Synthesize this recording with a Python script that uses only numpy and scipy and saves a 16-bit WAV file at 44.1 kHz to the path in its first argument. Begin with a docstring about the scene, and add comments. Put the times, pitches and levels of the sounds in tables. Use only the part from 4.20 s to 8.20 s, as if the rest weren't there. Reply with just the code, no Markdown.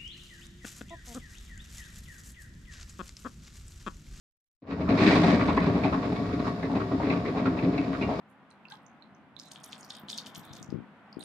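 """In a still brick garage a tumble dryer starts: the motor whines up, the rim hisses on its seal, the
blower breathes and the drum rolls into a throbbing rumble. The load begins to drop in uneven knocks,
its hard bits clinking on the steel. A loud scraping rush swells, bright with ticking zips and buttons,
then fades while the drum tumbles on, ringing its sheet-metal cabinet into a short room echo."""
import sys
import numpy as np
from scipy import signal
from scipy.io import wavfile

SR = 44100
rng = np.random.default_rng(int(sys.argv[2]) if len(sys.argv) > 2 else 0)


def master(y):
    """Save y as 16-bit WAV."""
    cut = np.clip(np.atleast_2d(y).T, -1, 1)
    pcm = np.round(cut * 32767)  # scale
    wavfile.write(sys.argv[1], SR, pcm.astype(np.int16))


N = 176400
TIME, HZ = np.arange(N) / SR, np.fft.rfftfreq(16384, 1 / SR)

# Levels are relative: an EQ sets a layer's colour, a fade rides its gain.
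# room tone of the still garage: f/Hz, level/dB
ROOM_TONE_EQ = [(20, -2), (60, -25.5), (300, -39.5), (3000, -43), (15000, -49)]
# rim on its seal, hardest while getting up to speed: t/s, level/dB
SEAL_FADE = [(.41, -100), (.5, -60), (.67, -55.5), (.8, -45), (1.1, -45), (1.3, -56), (1.6, -52.5),
             (1.9, -50.5), (2.22, -52.5), (2.27, -46.5), (2.34, -54), (2.9, -52.5), (3.3, -54.5), (4, -52)]
# seal hiss: f/Hz, level/dB
SEAL_EQ = [(1200, 5), (2300, -0.5), (3050, -7.5), (3700, 1.5), (4400, 0), (5300, -2.5), (6000, -12.5),
           (7200, -12.5), (8100, -25.5), (10500, -25), (11800, -35.5), (15700, -40)]
# blower air: t/s, level/dB
AIR_FADE = [(.41, -110), (.7, -73.5), (4, -78)]
# blower air: f/Hz, level/dB
AIR_EQ = [(2000, -2.5), (7000, -6), (10500, -4.5), (12000, -7), (15700, -11.5)]
# turning drum: t/s, rumble level/dB, rolling level/dB
DRUM_FADES = [(.41, -87, -99), (.43, -60, -56.5), (.5, -46, -35.5), (.66, -38, -31.5), (.74, -39.5, -23),
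              (.95, -35.5, -23.5), (1.2, -34, -25.5), (1.55, -36.5, -25.5), (1.85, -39.5, -29.5),
              (2.1, -38, -33.5), (2.38, -45, -33), (2.68, -38.5, -32.5), (2.92, -42, -30.5),
              (3.1, -43, -31), (3.55, -42.5, -29.5), (3.75, -39, -32), (4, -44, -32)]
# the drum's low end: f/Hz, level/dB
RUMBLE_EQ = [(20, -34.5), (38, -38.5), (56, -2), (75, 0), (115, -3), (150, -8.5), (220, -29.5), (500, -68)]
# the drum's rolling body: f/Hz, level/dB
ROLLING_EQ = [(60, -44), (125, -4), (175, -0.5), (265, -1.5), (310, -3.5), (350, -16), (420, -7), (500, -9),
              (660, -9.5), (760, -20), (920, -15), (1200, -20), (1450, -24), (1900, -27.5), (2600, -33.5),
              (3200, -39.5), (8000, -97.5)]
# load hits the drum: t/s, thud level/dB, clack level/dB, clack f/Hz, rattle level/dB, contact t/s
KNOCK_CUES = [ (.42, -47.5, -64, 1000, -71.5, 0.024), (0.469, -56, -47.5, 650, -58.5, 0.057),
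              (0.503, -35.5, -42.5, 1070, -47.5, 0.032), (.582, -44, -38.5, 670, -62, 0.0093),
              (0.606, -26, -37.5, 875, -45, .015), (.689, -17, -31.5, 1030, -35.5, 0.031),
              (.775, -27, -32, 950, -33, 0.06), (0.814, -19, -30.5, 750, -33, 0.023),
              (0.861, -15.5, -37, 630, -26, 0.029), (.9, -29, -23.5, 700, -30.5, 0.027),
              (0.954, -17, -24.5, 900, -29.5, .015), (1.034, -20, -21.5, 700, -34, 0.014),
              (1.075, -21.5, -24, 700, -37, .03), (1.125, -23, -25.5, 640, -35.5, 0.029),
              (1.195, -23, -28, 1190, -39, 0.031), (1.281, -56, -27, 950, -34.5, 0.02),
              (1.37, -20, -26, 1010, -35, 0.0055), (1.418, -27.5, -37, 1320, -39.5, 0.032),
              (1.459, -22.5, -33.5, 860, -40, 0.02), (1.552, -23.5, -33, 800, -41.5, 0.021),
              (1.635, -21.5, -28.5, 830, -36.5, 0.028), (1.726, -35, -28, 1060, -42, 0.021),
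              (1.825, -27.5, -36.5, 1110, -44.5, 0.035), (1.918, -22.5, -37, 760, -45, 0.011),
              (1.958, -44, -33.5, 900, -41, 0.0089), (1.993, -25, -60, 800, -52, 0.016),
              (2.032, -37.5, -42, 1190, -55, .03), (2.09, -35.5, -40, 1190, -58, .025),
              (2.128, -26, -39, 1200, -44.5, 0.02), (2.192, -25, -37.5, 1060, -46, 0.015),
              (2.242, -33, -35, 1160, -58, 0.013), (2.267, -26, -28, 1050, -51, 0.013),
              (2.427, -23.5, -38, 980, -45, 0.031), (2.497, -30, -36, 810, -65, 0.049),
              (2.552, -21, -30.5, 830, -42, .022), (2.6, -26.5, -33.5, 1190, -49, 0.019),
              (2.712, -22, -44, 1140, -50, .024), (2.799, -34, -29, 790, -68, 0.036),
              (2.829, -24, -44, 1600, -44.5, 0.048), (2.872, -24, -41, 750, -45, 0.025),
              (2.897, -25.5, -34, 880, -37, 0.031), (2.927, -25, -32.5, 950, -41, 0.0097),
              (2.96, -22, -38.5, 1000, -39.5, 0.0087), (3.05, -24, -40.5, 1150, -43, 0.043),
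              (3.147, -28, -31, 700, -53, 0.029), (3.17, -30, -33.5, 1020, -43, 0.037),
              (3.255, -22, -29.5, 1110, -40, 0.022), (3.372, -38, -39.5, 810, -43.5, 0.02),
              (3.424, -20.5, -41, 636, -41.5, 0.027), (3.462, -21.5, -52, 650, -56, .025),
              (3.532, -40, -46, 1140, -45.5, 0.03), (3.578, -19.5, -64, 750, -34.5, 0.0053),
              (3.622, -31.5, -60, 800, -46.5, 0.027), (3.729, -55, -35.5, 1350, -52, 0.027),
              (3.812, -22.5, -35.5, 970, -39.5, .028), (3.89, -28.5, -30, 750, -48, 0.047),
              (3.95, -31, -46, 1000, -46, 0.013), (3.99, -23, -24, 700, -52, 0.019)]
# weight of a knock: f/Hz, level/dB
THUD_EQ = [(30, -49.5), (70, -22), (110, -4), (170, -5), (265, 0), (310, -4.5), (350, -9), (420, -4),
           (480, -10), (700, -12.5), (1500, -72.5)]
# midrange bite of a knock: f/Hz, level/dB
CLACK_EQ = [(60, -38), (400, 3.5), (4000, -3), (12000, -17.5)]
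# metallic edge of a knock: f/Hz, level/dB
RATTLE_EQ = [(700, -26.5), (1500, -7.5), (1900, -1.5), (2500, 1), (3050, -14.5), (3900, -6), (5000, -17.5),
             (6200, -28.5), (10000, -53), (16000, -70)]
# hard bits strike the steel: t/s, f/Hz, level/dB
CLINK_CUES = [(.583, 657, -39), (.68, 1150, -32), (.89, 2350, -30), (.924, 2300, -27.5), (1.21, 2250, -31),
              (1.284, 950, -25), (1.3, 1180, -32), (1.376, 1883, -27), (1.375, 900, -23.5),
              (1.636, 2300, -29.5), (1.645, 900, -29), (1.66, 2350, -34.5), (1.729, 1188, -27),
              (1.922, 720, -31.5), (2.27, 1154, -34), (2.43, 1900, -37), (2.716, 1173, -33.5),
              (2.498, 870, -32), (2.801, 830, -31), (2.828, 1880, -38), (2.901, 2350, -29),
              (3.054, 1950, -35.5), (3.149, 720, -31), (3.257, 1243, -28.5), (3.373, 858, -36),
              (3.388, 2400, -35.5), (3.58, 2380, -33), (3.811, 2300, -37), (3.824, 2450, -31),
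              (3.891, 750, -28)]
# start-up scrape: t/s, level/dB
SCRAPE_FADE = [(.66, -80), (.72, -42.5), (.82, -23), (.92, -20.5), (1, -24.5), (1.09, -22), (1.2, -34),
               (1.5, -37), (1.9, -49)]
# start-up scrape: f/Hz, level/dB
SCRAPE_EQ = [(100, -14), (200, 22), (260, 15.5), (310, 17), (360, 3), (420, 5.5), (550, -3.5), (1100, 0),
             (1500, -1), (2350, -1), (3000, -12), (3800, -8), (4700, -11.5), (6000, -22.5), (8000, -30),
             (10500, -45), (12500, -54), (15700, -58)]
# fasteners on the steel, loudest as the load first slides: t/s, level/dB
TICK_FADE = [(.75, -65), (.9, -43), (1.1, -50.5), (1.45, -59), (1.8, -64.5), (4, -65.5)]
# fastener ticks: f/Hz, level/dB
TICK_EQ = [(1500, -11.5), (3800, 7), (6000, -10), (8500, -18), (11000, -26), (15700, -41)]
# cabinet resonances: centre f/Hz, width f/Hz, boost level/dB
PANEL_MODES = [(86, 5.1, 5), (107.9, 9.5, 8.5), (175.8, 17.2, 8.5), (241.3, 17, 2), (266.5, 18.2, 7),
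               (281.1, 15, 6), (312, 15.6, 8), (382.6, 11.4, 12), (421.2, 20.4, 5.5), (634, 20, 4.5),
               (700, 13, 3.5), (1093, 9.5, 6.5), (1130, 30, 8), (1900, 26, 5.5), (2260, 21, 8),
               (2440, 40, 0), (2567, 20, 3.5)]
# stereo width: f/Hz, side minus mid level/dB
WIDTH_EQ = [(60, -25.5), (150, -24), (300, -20), (600, -13.5), (1200, -2), (2500, -1.5), (4500, -1),
            (12000, 1)]
# stereo balance: f/Hz, left minus right level/dB
BALANCE_EQ = [(60, 1.5), (90, 1), (130, -0.5), (200, 1.5), (300, 1.5), (450, 1.5), (680, 3), (1010, 0),
              (1520, -1.5), (2270, -1), (3400, -4.5), (5090, 2.5)]

ATTACK_S = 0.0021  # knocks and clinks


def amp(db):
    """Decibels to gain."""
    return 10 ** (np.asarray(db) / 20)


def eq(points):
    """An EQ curve in dB, joined on a log frequency axis."""
    hz, db = np.transpose(points)
    return np.interp(np.log(HZ + 1), np.log(hz), db)


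def fade(points):
    """A fade as gain at every sample, silent before its first point."""
    return amp(np.interp(TIME, *np.transpose(points), left=-np.inf))


def impulse(db):
    """Minimum-phase impulse response of an EQ curve."""
    log_gain = np.log(amp(np.maximum(db, db.max() - 100)))
    mirrored = np.concatenate([log_gain, log_gain[-2:0:-1]])
    return np.fft.ifft(np.exp(np.conj(signal.hilbert(mirrored)))).real[:len(HZ)]


def cabinet(drive, colour_db):
    """Colours a drive and rings the sheet-metal panels with it, at unit power gain."""
    boost_db = sum(db / (1 + (2 * (HZ - hz) / width) ** 2) for hz, width, db in PANEL_MODES)
    ring = impulse(colour_db + boost_db)
    return signal.oaconvolve(drive, ring[None] / np.linalg.norm(ring), axes=1)[:, :drive.shape[1]]


def grains(samples, per_s=3500, spread_db=2.5):
    """A texture of tiny random contacts, as mid and side."""
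    size = amp(spread_db * np.minimum(rng.exponential(1, samples), 4))
    contacts = rng.standard_normal((2, samples)) * size * (rng.random(samples) < per_s / SR)
    return contacts / contacts.std()


def add(mix, start_s, sound):
    """Drops a sound into the mix on its cue."""
    part = mix[:, round(start_s * SR):][:, :sound.shape[1]]
    part += sound[:, :part.shape[1]]


def room_tone(level_db=-100):
    """The still garage: a dark noise bed, close to silence."""
    bed = signal.oaconvolve(rng.standard_normal((2, N)), impulse(eq(ROOM_TONE_EQ))[None], axes=1)[:, :N]
    return amp(level_db) * bed / bed.std()


def motor(full_speed_hz=706, level_db=-48, start_s=0.41, spin_up_s=0.35):
    """A faint, slightly wavering whine that climbs as the motor spins up."""
    speed = 1 - np.exp(-3 * np.maximum(TIME - start_s, 0) / spin_up_s)
    waver = np.interp(TIME, np.linspace(0, TIME[-1], 40), rng.standard_normal(40))
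    hz = full_speed_hz * speed * (1 + 0.0029 * waver)
    return amp(level_db) * speed ** 2 * np.sqrt(2) * np.sin(2 * np.pi * np.cumsum(hz) / SR)


def seal():
    """The drum rim rubs on its seal with a smooth hiss."""
    return cabinet(rng.standard_normal((2, N)) * fade(SEAL_FADE), eq(SEAL_EQ))


def blower():
    """Air from the blower lays a faint hiss on top."""
    return cabinet(rng.standard_normal((2, N)) * fade(AIR_FADE), eq(AIR_EQ))


def drum(throb_hz=22.8, throb_depth=0.27):
    """The drum rolls on its bearings; the rumble throbs with each turn of the motor."""
    fades = np.array(DRUM_FADES)
    throb = 1 + throb_depth * np.sin(2 * np.pi * throb_hz * TIME)
    rumble = cabinet(grains(N) * throb * fade(fades[:, [0, 1]]), eq(RUMBLE_EQ))
    rolling = cabinet(grains(N) * fade(fades[:, [0, 2]]), eq(ROLLING_EQ))
    return rumble + rolling


def impact(contact_s, release_s, sag_db=-0.5):
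    """A sharp strike, a burst of contacts that sags while the load lands, then release."""
    t = TIME[:SR // 4]
    landing = np.minimum(t / ATTACK_S, 1) * amp(sag_db * np.minimum(t / contact_s, 1))
    release = np.exp(-np.maximum(t - contact_s, 0) / release_s)
    burst = grains(len(t), spread_db=0) * landing * release
    burst[0, 0] += 6.5  # first touch: a click in the mid channel
    return burst


def knocks(clack_octaves=0.43):
    """Each drop of the load layers a low thud, a clack pitched by where it lands and a metal rattle."""
    thuds, clacks, rattles = np.zeros((3, 2, N))
    for start_s, thud_db, clack_db, clack_hz, rattle_db, contact_s in KNOCK_CUES:
        add(thuds, start_s, amp(thud_db) * impact(contact_s, release_s=0.015))
        off_centre = np.log2((HZ + 1) / clack_hz) / clack_octaves
        band_db = -20 * np.log10(1 + off_centre ** 2 + (HZ / 3500) ** 4)
        clack = cabinet(impact(contact_s, release_s=0.015), band_db + eq(CLACK_EQ))
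        add(clacks, start_s, amp(clack_db) * clack)
        add(rattles, start_s, amp(rattle_db) * impact(contact_s, release_s=0.01))
    thuds = cabinet(thuds, eq(THUD_EQ))
    rattles = cabinet(rattles, eq(RATTLE_EQ))
    return amp(-2.5) * thuds + amp(-4.5) * clacks + amp(-4) * rattles


def clinks(decay_s=0.012, detune=0.1238, trim_db=-2):
    """Hard bits in the load hit the steel drum, each ringing a cluster of nine close modes."""
    mix, t = np.zeros((2, N)), TIME[:SR // 5]
    envelope = np.minimum(t / ATTACK_S, 1) * np.exp(-t / decay_s)
    for start_s, hz, db in CLINK_CUES:
        modes_hz = hz * (1 + detune * (np.linspace(-1, 1, 9) + 0.12 * rng.standard_normal(9)))
        mid_side_gains = np.array([1 + 0.87 * rng.standard_normal(9), rng.standard_normal(9)])
        ring = mid_side_gains @ np.sin(2 * np.pi * modes_hz[:, None] * t)
        add(mix, start_s, amp(db + trim_db) * ring / ring.std() * envelope)
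    return mix


def scrape():
    """A gritty rush of friction as the drum lurches into motion."""
    return cabinet(grains(N, per_s=2200) * fade(SCRAPE_FADE), eq(SCRAPE_EQ))


def fasteners():
    """Zips and buttons tick brightly on the steel, softer once the load is tumbling."""
    return cabinet(grains(N, per_s=220, spread_db=1.5) * fade(TICK_FADE), eq(TICK_EQ))


def garage(mid, side, t60_s=0.28, wet_db=-9, low_cut_hz=446, echoes_per_s=2000, predelay_s=0.008):
    """Bass sits central and treble wide; the brick walls add a short, bright tail at each ear."""
    side = signal.oaconvolve(side, impulse(eq(WIDTH_EQ)))[:N]
    t = TIME[:SR // 2]
    echoes = rng.standard_normal((2, len(t))) * (rng.random((2, len(t))) < echoes_per_s / SR)
    tail = echoes * (t > predelay_s) * amp(-60 * t / t60_s)
    tail = signal.sosfilt(signal.butter(2, low_cut_hz, "high", fs=SR, output="sos"), tail)
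    room = (t == 0) + amp(wet_db) * tail / np.linalg.norm(tail[0])  # direct sound plus tail
    left = signal.oaconvolve(mid + side, impulse(eq(BALANCE_EQ) / 2))[:N]
    right = signal.oaconvolve(mid - side, impulse(-eq(BALANCE_EQ) / 2))[:N]
    return signal.oaconvolve(np.array([left, right]), room, axes=1)[:, :N]


def scene():
    """The dryer's layers, placed in the garage over its room tone."""
    mid, side = seal() + blower() + drum() + knocks() + clinks() + scrape() + fasteners()
    return room_tone() + garage(mid + motor(), side)


def record(dry):
    """A steep high cut at 15750 Hz takes off the very top."""
    high_cut = signal.firwin(511, 15750, window=("kaiser", 9), fs=SR)
    return signal.oaconvolve(dry, high_cut[None], "same")


dry = scene()
out = record(dry)
master(out)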